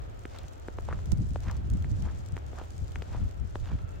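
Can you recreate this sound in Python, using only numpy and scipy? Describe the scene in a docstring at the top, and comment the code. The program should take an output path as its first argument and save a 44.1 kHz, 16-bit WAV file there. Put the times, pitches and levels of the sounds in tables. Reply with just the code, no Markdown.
"""Wind rumbles on two microphone ports over the far murmur of a town. Falling snow ticks and prickles
on the ports above a fine hiss, and one big flake bursts. Someone walks across an empty square in
soft snow: lumps pop under the boots, and each step swishes the powder aside and packs it with a
soft crunch of many tiny slips."""
import sys
import numpy as np
from scipy.fft import rfft, irfft, next_fast_len
from scipy.io import wavfile
from scipy.ndimage import uniform_filter1d, map_coordinates

SR = 44100
rng = np.random.default_rng(int(sys.argv[2]) if len(sys.argv) > 2 else 0)


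def generate_wav(sig):
    """Save sig (samples, or channels by samples) to the path in sys.argv[1] as 16-bit PCM at SR."""
    pcm = np.round(np.clip(np.atleast_2d(sig).T, -1, 1) * 32767).astype(np.int16)
    wavfile.write(sys.argv[1], SR, pcm)


N = 176400
TIME = np.arange(N) / SR


def amp(db):
    """Decibels to gain."""
    return 10 ** (np.asarray(db) / 20)


def unit(x):
    """Scale to rms 1."""
    return x / np.sqrt(np.mean(x ** 2) + 1e-20)


def along(points, hz):
    """Read a curve of (Hz, value) points on a log frequency axis."""
    freqs, values = np.transpose(points)
    return np.interp(np.log(hz + 1), np.log(freqs + 1), values)


def automation(points):
    """Join (seconds, value) points into one value per sample."""
    return np.interp(TIME, *np.transpose(points))


def wobble(rate):
    """A smooth random curve, rate knots a second."""
    return map_coordinates(rng.standard_normal(N // 20), [TIME * rate + 2])


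def filtered(x, response):
    """Equalise x with a gain that is a function of frequency."""
    size = next_fast_len(N + SR // 2)
    return irfft(rfft(x, size) * response(np.fft.rfftfreq(size, 1 / SR)), size)[..., :N]


def noise(colour, likeness):
    """Stereo noise of rms 1 from (Hz, dB) colour points and (Hz, left-right correlation) points."""
    def mid_side_gains(hz):
        angle = np.arccos(np.clip(along(likeness, hz), -1, 1)) / 2
        return amp(along(colour, hz)) * [np.cos(angle), np.sin(angle)]
    mid, side = filtered(rng.standard_normal((2, N)), mid_side_gains)
    return unit(np.array([mid + side, mid - side]))


def panned(db):
    """Stereo gains for a pan given as dB of left over right."""
    return amp(np.array([[.5], [-.5]]) * db)


def fade(t, attack, t60):
    """A quick rise, then a decay of 60 dB in t60 seconds."""
    t = np.maximum(t, 0)
    return (1 - np.exp(-t / attack)) * np.exp(-np.log(1000) * t / t60)


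def swell(t, rise, fall):
    """A bell around t = 0 with its own rise and fall."""
    return np.exp(-.5 * (t / np.where(t < 0, rise, fall)) ** 2)


def add(out, start, sound):
    """Mix a short sound in at start seconds."""
    i = int(np.clip(round(start * SR), 0, N - 1))
    out[:, i:i + sound.shape[-1]] += sound[..., :N - i]


# The gusts that drive rumble and flutter. Each row: time in seconds, strength in dB.
GUSTS = [(0, -34.5), (.25, -41), (.6, -41), (.72, -37.5), (.92, -28.5), (1.02, -30.5), (1.2, -25),
         (1.4, -30), (1.6, -29), (1.75, -26.5), (1.95, -27), (2.12, -29.5), (2.25, -36), (2.5, -37),
         (2.72, -37), (2.9, -33.5), (3.06, -36.5), (3.18, -26.5), (3.33, -37.5), (3.56, -35.5),
         (3.7, -32.5), (4, -35)]
# Single eddies hitting the ports. Each row: peak time in seconds, rumble level in dB,
# flutter level in dB, half length in seconds, pan in dB.
EDDIES = [(0.446, -36.5, -47, 0.018, -4), (1.13, -21.5, -31.5, 0.0066, -15), (1.212, -46, -30, 0.02, 7),
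          (1.483, -27.5, -37.5, 0.009, 0.5), (1.734, -22.5, -34.5, 0.018, 3),
          (1.93, -25.5, -30, 0.017, -0.5), (2.054, -30, -39, 0.019, 9), (2.337, -31.5, -38.5, 0.016, 3),
          (2.825, -28.5, -41.5, 0.021, 6.5), (2.986, -32.5, -43, 0.026, 3), (3.238, -26, -39, 0.033, 7),
          (3.431, -30, -41.5, 0.029, 11), (3.627, -34, -61, 0.019, -12.5), (3.741, -24.5, -34.5, 0.017, 2),
          (3.841, -29, -45, 0.0093, -7)]
# The tone of the wind's two layers. Each row: frequency in Hz, relative level in dB.
RUMBLE_COLOUR = [(10, -8), (25, -9.5), (40, -6.5), (60, -1.5), (80, -1.5), (105, -8.5), (140, -19),
                 (220, -46), (500, -90)]
FLUTTER_COLOUR = [(50, -24), (100, 1), (140, -0.5), (200, -6), (300, -15.5), (500, -31.5), (1000, -70),
                  (3000, -116)]

def wind(rumble_trim_db=-2.5, flutter_trim_db=-11.5, strong_db=-25, flutter_growth=1.42, low_cut_hz=27):
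    """Wind buffets each port separately; strong eddies add a flutter above the rumble."""
    strength_db = automation(GUSTS)
    rumble_power = amp(strength_db + rumble_trim_db) ** 2
    flutter_power = amp(strong_db + flutter_trim_db + flutter_growth * (strength_db - strong_db)) ** 2
    for at, rumble_db, flutter_db, half_length, pan_db in EDDIES:
        eddy = swell(TIME - at, half_length, half_length) * panned(pan_db)
        rumble_power = rumble_power + (amp(rumble_db) * eddy) ** 2
        flutter_power = flutter_power + (amp(flutter_db) * eddy) ** 2
    rumble = noise(RUMBLE_COLOUR, [(60, 0.05)])
    rumble /= np.abs(uniform_filter1d(rumble ** 2, SR // 30, axis=1)) ** 0.37  # tame chance swells
    rumble = unit(rumble * amp(1.3 * np.array([wobble(18), wobble(14)])))
    flutter = noise(FLUTTER_COLOUR, [(150, 0)])
    flutter = unit(flutter * amp(3.0 * np.array([wobble(60), wobble(60)])))
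    buffet = np.sqrt(rumble_power) * rumble + np.sqrt(flutter_power) * flutter
    return filtered(buffet, lambda hz: hz / np.hypot(hz, low_cut_hz))


# The murmur's tone. Each row: frequency in Hz, relative level in dB.
TOWN_COLOUR = [(150, -31), (250, 1), (367, 2), (444, -1), (576, -1.5), (651, -2.5), (802, -6),
               (1100, -11.5), (1330, -7.5), (1450, -10), (2670, -17), (3170, -18), (5830, -31),
               (6820, -30.5), (8700, -45.5), (13200, -37.5), (16000, -43)]
# Its stereo width. Each row: frequency in Hz, side over mid in dB.
TOWN_WIDTH = [(150, -1), (280, -2), (480, 7), (950, 7), (1400, 3.5), (2000, -1), (4000, 0), (8000, 2.5)]
# Its lean to one side. Each row: frequency in Hz, pan in dB.
TOWN_PAN = [(200, 1.5), (2000, .5), (5000, -0.5), (8000, 12.5), (14000, -28)]
# Its slow drift. Each row: time in seconds, level in dB.
TOWN_LEVEL = [(0, -50.5), (.3, -51.5), (.6, -52), (1.5, -52), (2.5, -51.5), (3.45, -53.5), (4, -52.5)]
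# Thin, distant whines. Each row: peak time in seconds, half length in seconds, pitch in Hz, level in dB.
WHINES = [(.08, 0.41, 1270, -71), (3.85, 0.066, 1335, -61.5), (3.92, 0.062, 2660, -69.5)]

def town(waver_db=1.0, air_loss_hz=9500, whine_width_hz=40):
    """The wide, far murmur of the town, dulled by the air, with a thin whine now and then."""
    def mid_side_gains(hz):
        mid_db = along(TOWN_COLOUR, hz)
        return amp([mid_db, mid_db + along(TOWN_WIDTH, hz)])
    mid, side = filtered(rng.standard_normal((2, N)), mid_side_gains)
    murmur = filtered(np.array([mid + side, mid - side]),
                      lambda hz: panned(along(TOWN_PAN, hz)) / np.hypot(1, (hz / air_loss_hz) ** 2))
    out = amp(automation(TOWN_LEVEL) - waver_db * wobble(4.6)) * unit(murmur)
    for at, half_length, pitch, db in WHINES:
        white = rng.standard_normal((2, N))
        whine = unit(filtered(white, lambda hz: 1 / (1 + ((hz - pitch) / whine_width_hz) ** 2)))
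        out += amp(db) * swell(TIME - at, half_length, half_length) * whine
    return out


# The ebb and flow of the hiss; the prickle rides it too. Each row: time in seconds, level in dB.
HISS_LEVEL = [(0, -76), (.3, -65.5), (.6, -72.5), (.95, -66), (1.2, -69), (1.4, -63.5), (1.65, -72),
              (2.05, -65.5), (2.45, -70.5), (2.65, -65.5), (2.95, -68.5), (3.2, -66.5), (3.43, -73.5),
              (3.6, -63.5), (3.76, -69), (3.86, -76), (4, -70.5)]
# The tone of the hiss. Each row: frequency in Hz, relative level in dB.
HISS_COLOUR = [(1000, -38), (3000, -4), (5000, -1.5), (7000, -0.5), (8500, -7.5), (11000, -18.5),
               (16000, -23)]

def hiss(rough_db=2.5, flicker_db=2.5, pan_db=1.5):
    """A fine, grainy treble hiss that comes and goes."""
    level_db = automation(HISS_LEVEL) + rough_db * wobble(500) + flicker_db * wobble(45)
    return amp(level_db) * panned(pan_db) * noise(HISS_COLOUR, [(5000, 0.036)])


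# The crisp tone of tiny crystals. Each row: frequency in Hz, relative level in dB.
PRICKLE_COLOUR = [(1500, -18), (4000, -4), (7500, 2), (9500, 1), (11000, -10), (13000, -5), (16000, -4)]

def crystal_prickle(count=300, per_second=60, scatter_db=4.5, pan_spread_db=7, over_hiss_db=4.5):
    """The smallest ice crystals prick the ports, louder where the hiss is."""
    pricks = np.zeros((2, N))
    prick = fade(TIME[:SR // 100], attack=0.00022, t60=0.005)
    starts = np.cumsum(rng.exponential(1, count)) / per_second
    for start, (size, side) in zip(starts, rng.standard_normal((count, 2))):
        add(pricks, start, amp(scatter_db * min(size, 2)) * prick * panned(pan_spread_db * side))
    return amp(automation(HISS_LEVEL) + over_hiss_db) * pricks * noise(PRICKLE_COLOUR, [(5000, 0)])


# The flakes that stand out. Each row: start in seconds, level in dB before the trim,
# ring pitch in Hz, leftward lean in steps of lean_db.
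CLEAR_FLAKES = [(0.192, -49.5, 6820, 10), (0.258, -43, 7420, 3.5), (0.386, -36.5, 4100, 6),
                (0.4818, -40, 4400, 5), (0.534, -42, 5030, -2), (0.801, -53, 6950, 1.0),
                (1.0567, -39.5, 3850, -5.5), (1.1184, -37, 3590, -4), (1.1732, -47, 3780, 7),
                (1.2022, -50, 4000, 3), (1.269, -45, 4120, 4), (1.3059, -40, 6270, 0),
                (1.4037, -38.5, 3880, 1.0), (1.4341, -42.5, 3690, 3.5), (1.512, -32.5, 4400, 2.5),
                (1.5672, -40, 6970, 2.5), (1.7004, -33, 7250, -2), (1.736, -42.5, 6130, -8.5),
                (1.7703, -40, 6310, 0), (1.8234, -37.5, 3530, 3.5), (2.0222, -35, 3760, -1),
                (2.149, -45, 5980, 1), (2.1884, -43, 7040, 5), (2.261, -37, 6550, 3.0),
                (2.2862, -39, 6510, 0), (2.3213, -39, 7000, 2.0), (2.368, -40, 3870, 1),
                (2.586, -38, 5950, -2), (2.7052, -38, 7200, -2.5), (2.7796, -38, 5980, -1),
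                (2.8799, -40, 4380, 0.5), (2.919, -41.5, 3500, 4.5), (2.9557, -40.5, 6310, 3.5),
                (3.0235, -38, 3500, 1), (3.3105, -41.5, 3580, -3), (3.9549, -63, 5390, 13)]
# The tone of shattering ice. Each row: frequency in Hz, relative level in dB.
ICE_COLOUR = [(300, -41), (1500, -7), (3000, 1), (5000, 0), (7000, 3.5), (9000, -3.5), (11000, -9.5),
              (15000, -7.5)]

def flake_ticks(trim_db=-2.5, lean_db=2.2, ring_db=4.5, ring_log_width=0.35,
                fine_count=500, fine_per_second=55, fine_db=-53, fine_hz=6660):
    """Icy flakes shatter on the ports, a few clear among many fine, each favouring its own band."""
    out, t = np.zeros((2, N)), TIME[:1024]
    freqs = np.fft.rfftfreq(len(t), 1 / SR)
    burst = fade(t, attack=0.00087, t60=0.0093)
    starts = np.cumsum(rng.exponential(1, fine_count)) / fine_per_second
    fine = [(start, fine_db + 3.2 * size, fine_hz * np.exp(0.45 * pitch), 5 * side)
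            for start, (size, pitch, side) in zip(starts, rng.standard_normal((fine_count, 3)))]
    clear = [(start, db + trim_db, hz, lean_db * lean) for start, db, hz, lean in CLEAR_FLAKES]
    for start, db, hz, pan_db in clear + fine:
        ring = swell(np.log((freqs + 1) / hz), ring_log_width, ring_log_width)
        colour = amp(along(ICE_COLOUR, freqs) + ring_db * ring)
        crack = unit(irfft(rfft(rng.standard_normal((2, len(t)))) * colour))
        if start < N / SR:
            add(out, start, amp(db) * burst * crack * panned(pan_db))
    return out


# Lumps of snow breaking. Each row: time in seconds, click pitch in Hz, click gain in dB,
# thud gain in dB, pan in dB.
LUMPS = [(.2537, 1810, -30, -32, -3), (0.6844, 1310, -31, -28.5, 0.5), (0.7864, 1080, -29, -33, 2.5),
         (.8881, 790, -27, -31, -2.5), (0.9106, 1300, -32, -54, 3), (0.9277, 1300, -25.5, -62, 0),
         (0.9903, 1260, -38, -61, 0), (1.3593, 970, -26, -28, 0), (1.845, 1790, -33, -62, 3),
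         (2.367, 1700, -32, -37, 0), (2.378, 1200, -34.5, -50, -4), (2.532, 1000, -39.5, -38.5, 4),
         (2.5859, 1100, -32.5, -56, 1), (2.599, 1200, -38, -63, 5), (2.614, 800, -40, -34.5, 0),
         (2.9585, 1800, -26.5, -41, 5), (3.0219, 2510, -33, -38.5, 4), (3.0219, 2530, -36, -58, 6),
         (3.148, 860, -35.5, -35.5, 3), (3.5561, 1300, -25.5, -26.5, 0.5), (3.717, 910, -36, -42, 0)]

def lump_pops(thud_hz=372, thud_delay_s=0.00079, grit_db=-6.5, snap_db=-14, snap_s=0.00017):
    """A lump gives way under a boot: a snap, a click of a cycle or two, a hollow thud and some grit."""
    out, t = np.zeros((2, N)), np.arange(-SR // 200, SR // 20) / SR
    thud_t = t - thud_delay_s
    thud = 2 * np.sin(2 * np.pi * thud_hz * thud_t) * fade(thud_t, attack=0.00033, t60=0.01)
    grit_colour = [(200, 15), (1000, 10), (2500, -12), (4500, -21.5), (8000, -25), (16000, -40)]
    snap_colour = [(500, -3.5), (1800, -8.5), (3000, 4.5), (4500, -15.5), (8000, -19.5), (16000, -52)]
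    grit_noise = noise(grit_colour, [(1000, 0.1)])
    snap_noise = noise(snap_colour, [(1000, 0.47)])
    for at, hz, click_db, thud_db, pan_db in LUMPS:
        samples = np.round((at + t) * SR).astype(int)
        cycles = hz * t - 1 / 4
        click = -np.sin(2 * np.pi * cycles) * swell(cycles, rise=0.58, fall=0.22)
        grit = amp(grit_db) * fade(t, attack=0.00027, t60=0.022) * grit_noise[:, samples]
        snap = amp(snap_db) * swell(t, snap_s, snap_s) * snap_noise[:, samples]
        pop = amp(click_db) * (click + grit + snap) + amp(thud_db) * thud
        add(out, at + t[0], pop * panned(pan_db))
    return out


# The footsteps, for both swish and crunch. Each row: moment of full weight in seconds,
# swish level in dB, crunch level in dB, crunch pitch in Hz.
STEPS = [(0.369, -54.5, -64, 1420), (.92, -59.5, -49.5, 1360), (1.488, -53.5, -46.5, 1150),
         (2.075, -57.5, -50, 1140), (2.593, -57, -51, 1120), (3.15, -55.5, -52, 930),
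         (3.70, -54.5, -53, 1180)]
# The soft tone of loose powder. Each row: frequency in Hz, relative level in dB.
POWDER_COLOUR = [(200, 2), (600, 13.5), (1600, 4.5), (3000, 0.5), (5000, -6.5), (7000, -11), (10000, -31.5),
                 (16000, -19)]

def powder_swishes(lead_s=0.014, rough_db=4.0):
    """Each boot pushes loose powder aside, loudest just before the full weight lands."""
    level = sum(amp(db) * swell(TIME - at + lead_s, rise=0.039, fall=0.069) for at, db, _, _ in STEPS)
    roughness = amp(rough_db * wobble(260))
    return level * roughness * noise(POWDER_COLOUR, [(1000, 0.23), (3000, 1.0), (8000, 0.076)])


def packing_crunches(slips=160, per_second=380, half_length_s=0.024, ring_cycles=8,
                     pitch_spread=0.3, scatter_db=3.5, pan_spread_db=4):
    """Under the weight the snow packs in many tiny slips, each a short ring."""
    out, t = np.zeros((2, N)), TIME[:SR // 60]
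    for at, _, db, centre_hz in STEPS:
        offsets = (np.arange(slips) - slips / 2 + rng.uniform(-0.93, 1, slips)) / per_second
        crunch = np.zeros((2, N))
        for offset, (pitch, size, side) in zip(offsets, rng.standard_normal((slips, 3))):
            hz = centre_hz * np.exp(pitch_spread * pitch)
            ring = np.sin(2 * np.pi * hz * t) * fade(t, attack=0.00026, t60=ring_cycles / hz)
            gain = amp(scatter_db * size) * swell(offset, half_length_s, half_length_s)
            add(crunch, at + offset, gain * ring * panned(pan_spread_db * side))
        out += amp(db) * unit(crunch) * np.sqrt(2 * half_length_s * SR / N)  # level over its own length
    return out


# The tone of a big flake bursting. Each row: frequency in Hz, relative level in dB.
SPLAT_COLOUR = [(200, -5), (900, 8.5), (1800, -6.5), (3500, -1), (6000, 1.5), (9000, -4), (12000, -17),
                (16000, -14)]

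def flake_splat(at_s=1.1198, level_db=-39.5, crumbs_db=-16, pan_db=-10):
    """A big flake bursts on the right port and its crumbs scatter."""
    burst = swell(TIME - at_s, rise=0.0013, fall=0.0012)
    crumbs = amp(crumbs_db) * swell(TIME - at_s, rise=0.0013, fall=0.010)
    return amp(level_db) * (burst + crumbs) * panned(pan_db) * noise(SPLAT_COLOUR, [(1000, 0)])


def scene():
    """Wind, steps, falling snow and town in the open air."""
    buffet = wind()
    footsteps = powder_swishes() + packing_crunches() + lump_pops()
    snowfall = flake_ticks() + flake_splat() + crystal_prickle()
    return buffet + footsteps + snowfall + hiss() + town()


def record(dry):
    """A brick-wall low-pass takes off the very top of the treble."""
    return filtered(dry, lambda hz: hz < 15900)


dry = scene()
out = record(dry)
generate_wav(out)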